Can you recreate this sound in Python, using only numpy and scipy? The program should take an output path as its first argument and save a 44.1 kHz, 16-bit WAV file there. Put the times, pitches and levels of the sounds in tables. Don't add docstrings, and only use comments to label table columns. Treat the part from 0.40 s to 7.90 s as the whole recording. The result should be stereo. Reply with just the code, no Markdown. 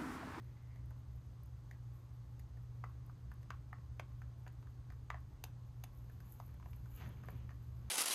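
import sys
import numpy as np
from scipy import signal
from scipy.fft import rfft, irfft
from scipy.io import wavfile

SR = 44100
rng = np.random.default_rng(int(sys.argv[2]) if len(sys.argv) > 2 else 0)


def generate_wav(signal):
    frames = np.transpose(np.atleast_2d(signal))
    scaled = np.clip(frames, -1, 1) * 32767
    pcm = np.round(scaled).astype(np.int16)
    wavfile.write(sys.argv[1], SR, pcm)


N = 330750

# start_s, grind_db, main_db, main_hz, low_db, low_hz,
# sharp_db, sharp_hz, upper_db, crack_db, splinter_db, left_over_right_db
BITES = [(0.359, -49, -76, 1180, -61.5, 678, -70, 1550, -61.5, -79, -73, -4),
         (0.507, -53, -68, 960, -63, 600, -64, 1560, -66.5, -78, -75, 7),
         (0.512, -54, -62.5, 1160, -63, 860, -71, 1410, -82, -82, -82, 9.5),
         (1.311, -45, -69, 1210, -52, 660, -51, 1640, -50.5, -67.5, -65.5, -3.5),
         (1.995, -58, -75, 982, -69, 864, -75, 1650, -63, -69, -62, 4),
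         (2.171, -58, -80, 1120, -60, 600, -63, 1660, -77, -87, -81, -2),
         (2.439, -43, -46.5, 1170, -53, 587, -48, 1420, -51.5, -67, -72, 13),
         (2.495, -48, -58.5, 1140, -72, 899, -71, 1560, -80, -87, -81, -14),
         (2.696, -54, -56.5, 1180, -66, 684, -59.5, 1480, -74, -84, -85, 6.5),
         (2.916, -51, -57, 1100, -63, 859, -56, 1680, -92, -75.5, -69, 8.0),
         (3.03, -62, -76, 991, -75, 657, -75, 1720, -64.5, -73, -71, 3.0),
         (3.104, -37.5, -44.5, 1120, -49, 900, -44.5, 1510, -44.5, -57, -66, 8),
         (3.329, -45, -52.5, 1230, -58, 780, -53, 1440, -53.5, -82, -72, 15.5),
         (3.384, -55, -69, 1050, -74, 744, -64, 1570, -71, -85, -88, 6),
         (3.596, -41, -58.5, 1110, -58, 630, -56.5, 1480, -60, -55.5, -61, 27.5),
         (3.818, -52, -80, 1170, -77, 864, -53.5, 1500, -85, -74, -76, 8),
         (4.065, -47, -63, 1170, -55, 610, -51.5, 1700, -68, -81, -78, 7),
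         (4.073, -52, -62, 1120, -62.5, 890, -61, 1550, -71, -85, -77, 14.5),
         (4.078, -54, -76, 1110, -66, 619, -73, 1410, -63, -66, -71, 5),
         (4.227, -62, -66, 1040, -77, 883, -71, 1510, -77, -77, -79, 12),
         (4.271, -58, -65, 1120, -81, 619, -64, 1630, -79, -82, -88, 3),
         (4.502, -51, -59, 1170, -60, 710, -57.5, 1660, -58, -71, -75, 4),
         (4.521, -56, -68, 1190, -78, 864, -64, 1460, -70, -82, -70, 10),
         (4.702, -32.5, -43, 1180, -48, 750, -43.5, 1690, -41, -55.5, -64, 7),
         (4.743, -40, -47, 1120, -45.5, 704, -52, 1670, -48, -72.5, -84, 2.5),
         (5.039, -40.5, -64, 1130, -48, 708, -80, 1630, -59, -50, -44, 11.5),
         (5.438, -56.5, -59, 1130, -55.5, 765, -59, 1700, -64, -55, -49.5, 6.5),
         (5.698, -51, -79, 1060, -70, 608, -62, 1670, -79, -82, -69, 10),
         (5.803, -55, -78, 1050, -74, 821, -60.5, 1550, -66, -72, -65, 8),
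         (6.0, -45, -57, 1190, -55.5, 830, -62, 1480, -62, -67, -67, 15),
         (6.089, -65, -73, 990, -77, 604, -70, 1670, -76, -80, -75, 4),
         (6.141, -63, -70, 1120, -78, 668, -66, 1640, -72, -82, -69, -1),
         (6.199, -52, -63, 1050, -75, 635, -74, 1680, -75, -80, -87, 8),
         (6.226, -49, -64.5, 1170, -75, 829, -73, 1650, -78, -74.5, -91, 12.5),
         (6.259, -58, -65, 1130, -60.5, 845, -72, 1660, -74, -77, -82, 17),
         (6.332, -49, -70, 1070, -67, 608, -74, 1440, -84, -69.5, -83, 12),
         (6.458, -54, -60.5, 1160, -76, 681, -63, 1460, -75, -78, -71, 4),
         (6.66, -52, -62, 1220, -64, 799, -54, 1470, -57, -74, -84, -2),
         (6.836, -42, -57, 1200, -61, 643, -56, 1780, -71, -74, -75, 0),
         (6.885, -41, -52.5, 1080, -49, 610, -54, 1440, -55, -69, -73, 9.5),
         (7.092, -52, -56, 1150, -79, 696, -55.5, 1830, -70, -73.5, -84, 1),
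         (7.101, -58, -70, 1170, -77, 696, -69, 1800, -69, -82, -87, 5),
         (7.106, -57, -62, 1190, -64, 678, -64, 1830, -69, -73, -75, 8),
         (7.1143, -57, -68, 1180, -65, 730, -58, 1810, -72, -80, -83, -1)]
# centre_hz, width_hz, gain_db
SKULL_MODES = [(1967, 270, 11.5), (2250, 720, 18.5)]
# centre_hz, width_hz, gain_db
CRACK_MODES = [(3170, 2700, 10), (3810, 1200, 5), (4920, 1100, -5), (7230, 1870, 0), (8140, 2300, -13.5)]
# delay_ms, left_db, right_db
PEN_ECHOES = [(2.2, -52, -47), (3.6, -65, -10.5), (11, -39, -13), (17, -22, -21)]
# start_s, level_db
HAY_TICKS = [(0.0218, -52), (0.043, -53), (0.2244, -57), (0.4579, -50), (0.5038, -52), (0.7607, -51),
             (0.8629, -54), (1.033, -43), (1.059, -50), (2.6624, -45), (2.939, -49), (3.029, -57),
             (4.1255, -52), (4.8035, -53), (5.5508, -52), (5.5752, -46), (5.597, -59), (5.716, -55),
             (5.8965, -46), (5.912, -49), (5.922, -32), (5.94, -43), (5.968, -54), (6.063, -43),
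             (6.0801, -48), (6.362, -43.5), (6.5425, -60), (6.562, -34), (6.69, -42), (6.8568, -47),
             (6.9042, -37)]
# time_s, level_db
BEDDING_RUSTLE = [(0.0, -87), (1.1, -88.5), (1.35, -87.5), (2.2, -87.5), (5.0, -88), (5.45, -87),
                  (5.6, -82), (6.0, -89.5), (6.9, -84), (7.5, -81)]
# peak_s, level_db
HAY_SWISHES = [(1.56, -82), (5.57, -86), (5.75, -81), (5.92, -68.5), (6.07, -79), (6.31, -76), (6.36, -83),
               (6.56, -66), (6.67, -80), (6.9, -78)]
# frequency_hz, density_db
HAY_SPECTRUM = [(4410, -33), (7500, 6.5), (8070, 3), (8840, -12), (9420, -5.5), (12600, 4), (14400, -11.5),
                (15200, -20), (16000, -54)]
# peak_s, rise_s, fall_s, drag_db, scuff_db, scuff_hz, scuff_width_hz,
# push_db (on the pen floor)
PAW_MOVES = [(.02, 0.14, .14, -86.5, -90.5, 1950, 400, -68), (.33, .09, 0.058, -100, -87, 2050, 300, -71),
             (5.65, 0.36, .27, -95, -97, 1290, 450, -63.5), (6.096, 0.26, 0.39, -87, -103, 1300, 450, -78),
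             (6.59, 0.036, 0.039, -73.5, -75.5, 2900, 300, -52),
             (6.63, 0.02, 0.013, -66, -69, 2100, 494, -53), (6.66, 0.024, 0.032, -80, -88, 1300, 600, -61),
             (6.7, .02, 0.073, -81.5, -85.5, 2800, 350, -70), (6.9, 0.11, 0.024, -80, -84, 2600, 700, -52),
             (6.99, 0.039, 0.045, -79.5, -86, 2780, 500, -57.5),
             (7.45, 0.14, .13, -83, -99, 1230, 400, -57)]
# frequency_hz, density_db
DRAG_SPECTRUM = [(150, -11), (300, -3.5), (600, -1.5), (1100, 1.5), (1500, -2), (2000, -9.5), (3100, -9),
                 (3600, -11), (4500, -19.5), (6500, -15.5), (9000, -49), (12000, -90)]
# frequency_hz, rms_db, left_over_right_db
MAINS_HUM = [(119.64, -54, 4), (360, -96, -3)]
# time_s, level_db
RUMBLE_LEVEL = [(0.0, -57), (0.2, -58.5), (0.5, -54.5), (1.0, -55.5), (1.5, -58), (2.2, -56.5), (2.7, -55),
                (3.3, -55), (3.8, -55.5), (4.5, -56), (5.0, -55), (5.5, -57.5), (6.3, -53), (7.0, -53),
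                (7.5, -55)]
# frequency_hz, density_db
RUMBLE_SPECTRUM = [(18, -41), (30, -44), (45, -29.5), (60, 10), (100, 4.5), (130, 3.5), (170, -5.5),
                   (210, -11), (300, -25), (450, -61), (1200, -100)]
# centre_hz, width_hz, rms_db
ROOM_MODES = [(59.9, 4.9, -62), (66.4, 4.3, -58), (285, 18, -77.5)]
# time_s, level_db
DEEP_LEVEL = [(0, -76.5), (2.5, -66), (3.8, -65), (4.4, -59), (5.3, -61.5), (6.0, -60.5), (7.5, -67)]
# frequency_hz, density_db
HISS_SPECTRUM = [(150, -29.5), (250, -4.5), (334, -9), (585, -13), (1170, -15), (2390, -26), (5140, -27),
                 (5600, -26.5), (6530, -27), (7480, -28), (8280, -29.5), (9480, -38.5), (12700, -38),
                 (13800, -64), (14500, -65)]
# frequency_hz, left_over_right_db
HISS_LEAN = [(60, 21), (150, -6), (380, 3.5), (950, 1.5), (2380, 1.5), (5980, 5.5), (15000, -1)]
# centre_hz, width_hz, rms_db
FLUTTER_PATCHES = [(606, 160, -86.5), (858, 68, -84), (1087, 86, -82), (1400, 150, -97), (1930, 250, -92)]
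# frequency_hz, likeness (-1 to 1)
PORT_LIKENESS = [(60, 0.95), (130, 0.64), (290, 0.36), (640, -0.17), (1400, -0.054), (3000, -0.0044),
                 (12000, -0.14)]
# centre_hz, width_hz, depth_db
PORT_NOTCHES = [(5610, 295, -21), (7480, 690, -13)]

FAR_PORT_LAG, TREBLE_LAG = 20, 5
MAIN_WIDTH_HZ, LOW_WIDTH_HZ, SHARP_WIDTH_HZ = 200, 338, 265
MAIN_GAIN_DB, LOW_GAIN_DB, SHARP_GAIN_DB = 11.3, 14.85, 9.2
SQUEEZE_MS, SQUEEZE_DB = 1.2, -28
CRUMBLE_MS, LATER_BREAKS = 5, 0.6
GRIND_MS, GRIND_DB = 40, -16
CRACK_MS, CRACK_BRIGHTENS = 4, 0.4
SPRAY_GAIN_DB = 6.0
CRACK_TO_WALLS_DB = -5
ROOM_T60_S, ROOM_BUILD_S, ROOM_DB, WALL_CUT_HZ = 0.17, 0.028, -18.5, 5700
TICK_FADE_MS, SWISH_RISE_S, SWISH_FALL_S = 2.9, 0.046, 0.049
PUSH_LAG_S, HOLD = 0.055, 1.3
HUM_WAVER_DB, HISS_DB = 2.0, -69
FLUTTER_DB, FLUTTER_HZ = 4.0, 5.0
CUTOFF_HZ = 16500


def amp(db):
    return 10 ** (np.asarray(db) / 20)


def rms_one(x):
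    return x / np.sqrt(np.mean(x ** 2) + 1e-20)


def in_time(rows):
    s, level = np.transpose(rows)
    return np.interp(np.arange(N) / SR, s, level)


def at_hz(points):
    hz, value = np.transpose(points)
    return np.interp(np.log(np.fft.rfftfreq(N, 1 / SR) + 1), np.log(hz), value)


def colour(x, spectrum):
    return rms_one(irfft(rfft(x) * amp(at_hz(spectrum)), N))


def late(x, samples):
    return np.concatenate([np.zeros(samples), x[:N - samples]])


def drift(rate_hz):
    r = np.exp(-80 * np.pi * rate_hz / SR)
    chance = rng.standard_normal(N // 40 + 2002)
    slow = signal.lfilter([1], [1, -2 * r, r * r], chance)[2000:]
    return np.interp(np.arange(N) / 40, np.arange(len(slow)), rms_one(slow))


def ring(x, hz, width_hz):
    r, w = np.exp(-np.pi * width_hz / SR), 2 * np.pi * hz / SR
    return signal.lfilter([0, np.sin(w)], [1, -2 * r * np.cos(w), r * r], x + 1e-18)


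def diffuse():
    mid, side = rfft(rng.standard_normal((2, N)))
    alike = np.clip(at_hz(PORT_LIKENESS), -1, 1)
    return irfft(np.sqrt(1 + alike) * mid + np.sqrt(1 - alike) * side * [[1], [-1]], N)


def grains(per_s, spread_db):
    sizes = amp(spread_db * np.minimum(rng.exponential(1, N), 5)) * rng.choice([-1, 1], N)
    return sizes * (rng.random(N) < per_s / SR)


def bursts(times, db, fade_ms, draws):
    out, age = np.zeros(N), np.arange(draws.shape[1]) / SR
    decay = np.exp(-1000 * age / fade_ms)
    for s, gain, draw in zip(times, amp(db), draws):
        i = round(s * SR)
        out[i:i + len(age)] += (gain * draw * decay)[:N - i]
    return out


def swells(times, rise_s, fall_s):
    age = np.arange(N) / SR - np.asarray(times)[:, None]
    rise, fall = np.reshape(rise_s, (-1, 1)), np.reshape(fall_s, (-1, 1))
    return np.exp(np.minimum(age / rise, -age / fall))


def treble_ports(x):
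    return np.array([late(x, TREBLE_LAG), -x])


def room(x):
    age = np.arange(SR // 2) / SR
    tail = rng.standard_normal((2, len(age))) * amp(-60 * age / ROOM_T60_S)
    tail = tail * np.clip(age / ROOM_BUILD_S, 0, 1)
    tail = signal.sosfilt(signal.butter(1, WALL_CUT_HZ, fs=SR, output="sos"), tail)
    tail = tail / np.sqrt(np.sum(tail[0] ** 2))
    return amp(ROOM_DB) * signal.fftconvolve(x[None], tail, axes=1)[:, :N]


def bites():
    (s, grind_db, main_db, main_hz, low_db, low_hz, sharp_db, sharp_hz,
     upper_db, crack_db, splinter_db, pan_db) = np.transpose(BITES)
    tilt_db = CRACK_BRIGHTENS * (splinter_db - crack_db + 6.0)
    draws = rng.standard_normal((len(s), 4, 5000))
    steps = LATER_BREAKS * np.tanh(draws[:, 0]) * (abs(draws[:, 1]) > 2.15)
    steps[:, [0, 20]] = -.3, 1
    crumbs = draws[:, 3] * (abs(draws[:, 1]) > 2.25)
    lead, wait = 300, 500
    age_ms = np.arange(5000) * 1000 / SR
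    sides, grind = np.zeros((2, N + SR)), np.zeros(N + SR)
    for k, i in enumerate((s * SR).astype(int)):
        creak = amp(SQUEEZE_DB) * draws[k, 2, -lead:] * np.exp(-age_ms[lead:0:-1] / SQUEEZE_MS)
        blow = np.concatenate([creak, steps[k] * np.exp(-age_ms / CRUMBLE_MS)])
        modes = [(main_hz[k], MAIN_WIDTH_HZ, MAIN_GAIN_DB), (low_hz[k], LOW_WIDTH_HZ, LOW_GAIN_DB),
                 (sharp_hz[k], SHARP_WIDTH_HZ, SHARP_GAIN_DB), *SKULL_MODES]
        between_db = (upper_db[k] + crack_db[k]) / 2 - tilt_db[k]
        strength = [main_db[k], low_db[k], sharp_db[k], upper_db[k], between_db]
        knock = sum(sign * amp(own_db + mode_db) * ring(blow, hz, width_hz)
                    for (hz, width_hz, mode_db), own_db, sign in zip(modes, strength, [1, -1, -1, 1, -1]))
        sides[:, i - lead:i + len(age_ms)] += np.outer(amp([pan_db[k] / 2, -pan_db[k] / 2]), knock)
        grit = amp(grind_db[k] + GRIND_DB) * crumbs[k] * np.exp(-age_ms / GRIND_MS)
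        ground = amp(18.0) * grit
        ground = ground + amp(-6) * ring(grit, main_hz[k], MAIN_WIDTH_HZ)
        ground = ground + amp(-5.5) * ring(grit, sharp_hz[k], SHARP_WIDTH_HZ)
        grind[i + wait:i + wait + len(grit)] += ground
    cheeks = signal.butter(3, [560, 3100], "band", fs=SR, output="sos")
    mouth = signal.butter(2, [800, 2400], "band", fs=SR, output="sos")
    sides = signal.sosfilt(cheeks, sides[:, :N] + 1e-18)
    grind = signal.sosfilt(mouth, grind[:N] + 1e-18)
    crack = brittle_crack(s, crack_db, tilt_db, .5 * draws[:, 2] + 4.2 * steps)
    far = late(amp(-6.0) * sides[1] + amp(-4.0) * crack + amp(-13.0) * grind, FAR_PORT_LAG)
    whole = (sides[0] + sides[1]) / 2 + amp(CRACK_TO_WALLS_DB) * crack
    chewing = np.array([sides[0] + crack + grind, far]) + pen_walls(whole) + room(whole)
    splinters = bursts(s, splinter_db + SPRAY_GAIN_DB, CRACK_MS, draws[:, 1])
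    return chewing, splinters


def brittle_crack(s, crack_db, tilt_db, breaks):
    crack = np.zeros(N)
    for k, (hz, width_hz, mode_db) in enumerate(CRACK_MODES):
        octaves = np.log2(hz / CRACK_MODES[2][0])
        spray = bursts(s, crack_db + SPRAY_GAIN_DB + tilt_db * octaves, CRACK_MS, breaks)
        crack += (-1) ** k * amp(mode_db) * ring(spray, hz, width_hz)
    return crack


def pen_walls(x):
    return sum(np.outer(amp([left_db, right_db]), late(x, round(ms * SR / 1000))) * (-1) ** k
               for k, (ms, left_db, right_db) in enumerate(PEN_ECHOES))


def hay(splinters):
    s, db = np.transpose(HAY_TICKS)
    ticks = bursts(s, db, TICK_FADE_MS, rng.standard_normal((len(s), 1200)))
    band = signal.butter(4, [8500, 15500], "band", fs=SR, output="sos")
    snaps = signal.sosfilt(band, amp(-13.5) * ticks + amp(-1.5) * splinters)
    snaps = snaps + amp(4.0) * room(snaps)[0]
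    snaps = snaps + amp(-17) * ring(snaps, 13500, 3100)
    swish_s, swish_db = np.transpose(HAY_SWISHES)
    swishes = amp(swish_db) @ swells(swish_s, SWISH_RISE_S, SWISH_FALL_S)
    rustle_db = 20 * np.log10(amp(in_time(BEDDING_RUSTLE)) + swishes)
    rustle = colour(grains(2500, spread_db=2.0), HAY_SPECTRUM)
    top = signal.sosfilt(signal.butter(8, 13900, "high", fs=SR, output="sos"), rustle)
    body = signal.sosfilt(signal.butter(8, 13900, fs=SR, output="sos"), rustle)
    top = top * amp(np.minimum(2.4 * (rustle_db + 95), 0))
    rustle = (body + top) * amp(rustle_db + 2.0 * drift(15))
    return treble_ports(rustle + snaps)


def paws():
    s, rise_s, fall_s, drag_db, scuff_db, scuff_hz, width_hz, push_db = np.transpose(PAW_MOVES)
    moves = np.tanh(HOLD * swells(s, rise_s, fall_s)) / np.tanh(HOLD)
    slips = grains(2500, spread_db=5.5)
    scuff = sum(amp(db) * move * rms_one(ring(ring(slips, hz, w), hz, w))
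                for db, move, hz, w in zip(scuff_db, moves, scuff_hz, width_hz))
    drag = amp(drag_db) @ moves * colour(slips, DRAG_SPECTRUM)
    drag = (drag + scuff) * amp(2.7 * drift(30))
    pressure = rng.standard_normal((2, N)) + 2.0 * rng.standard_normal(N)
    push = rms_one(ring(pressure, 144, 110))
    push = push * (amp(push_db) @ swells(s + PUSH_LAG_S, rise_s, fall_s))
    ports = np.array([amp(4.0) * drag, amp(8.0) * late(drag, FAR_PORT_LAG)])
    return ports + amp(21.5) * room(drag) + push


def mains_hum():
    t = np.arange(N) / SR
    tones = sum(np.outer(amp([db + lean_db / 2, db - lean_db / 2]), np.sqrt(2) * np.sin(2 * np.pi * hz * t))
                for hz, db, lean_db in MAINS_HUM)
    return tones * amp(HUM_WAVER_DB * drift(5.9))


def rumble():
    level = amp(in_time(RUMBLE_LEVEL) + 0.56 * drift(12.0))
    air = diffuse()
    modes = sum(amp(db) * rms_one(ring(air, hz, w)) for hz, w, db in ROOM_MODES)
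    broad = colour(diffuse(), RUMBLE_SPECTRUM) * amp([[.8], [-.8]])
    deep = amp(in_time(DEEP_LEVEL)) * rms_one(ring(ring(diffuse(), 44, 18), 44, 18))
    return level * (broad + modes / level.mean()) + deep


def hiss():
    lean = amp(np.outer([.5, -.5], at_hz(HISS_LEAN)))
    noise = amp(HISS_DB) * colour(irfft(rfft(diffuse()) * lean, N), HISS_SPECTRUM)
    return signal.sosfilt(signal.butter(8, 13800, fs=SR, output="sos"), noise)


def fluttering_patches():
    air = diffuse()
    return sum(amp(db + FLUTTER_DB * drift(FLUTTER_HZ)) * rms_one(ring(air, hz, w))
               for hz, w, db in FLUTTER_PATCHES)


def background():
    return mains_hum() + rumble() + hiss() + fluttering_patches()


def scene():
    chewing, splinters = bites()
    return chewing + hay(splinters) + paws() + background()


def record(dry):
    heard = signal.sosfilt(signal.butter(4, 42, "high", fs=SR, output="sos"), dry)
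    for hz, width_hz, db in PORT_NOTCHES:
        peak = signal.lfilter(*signal.iirpeak(hz, hz / width_hz, SR), heard)
        heard = heard - (1 - amp(db)) * peak
    return signal.sosfilt(signal.cheby2(12, 70, CUTOFF_HZ, fs=SR, output="sos"), heard)


dry = scene()
out = record(dry)
generate_wav(out)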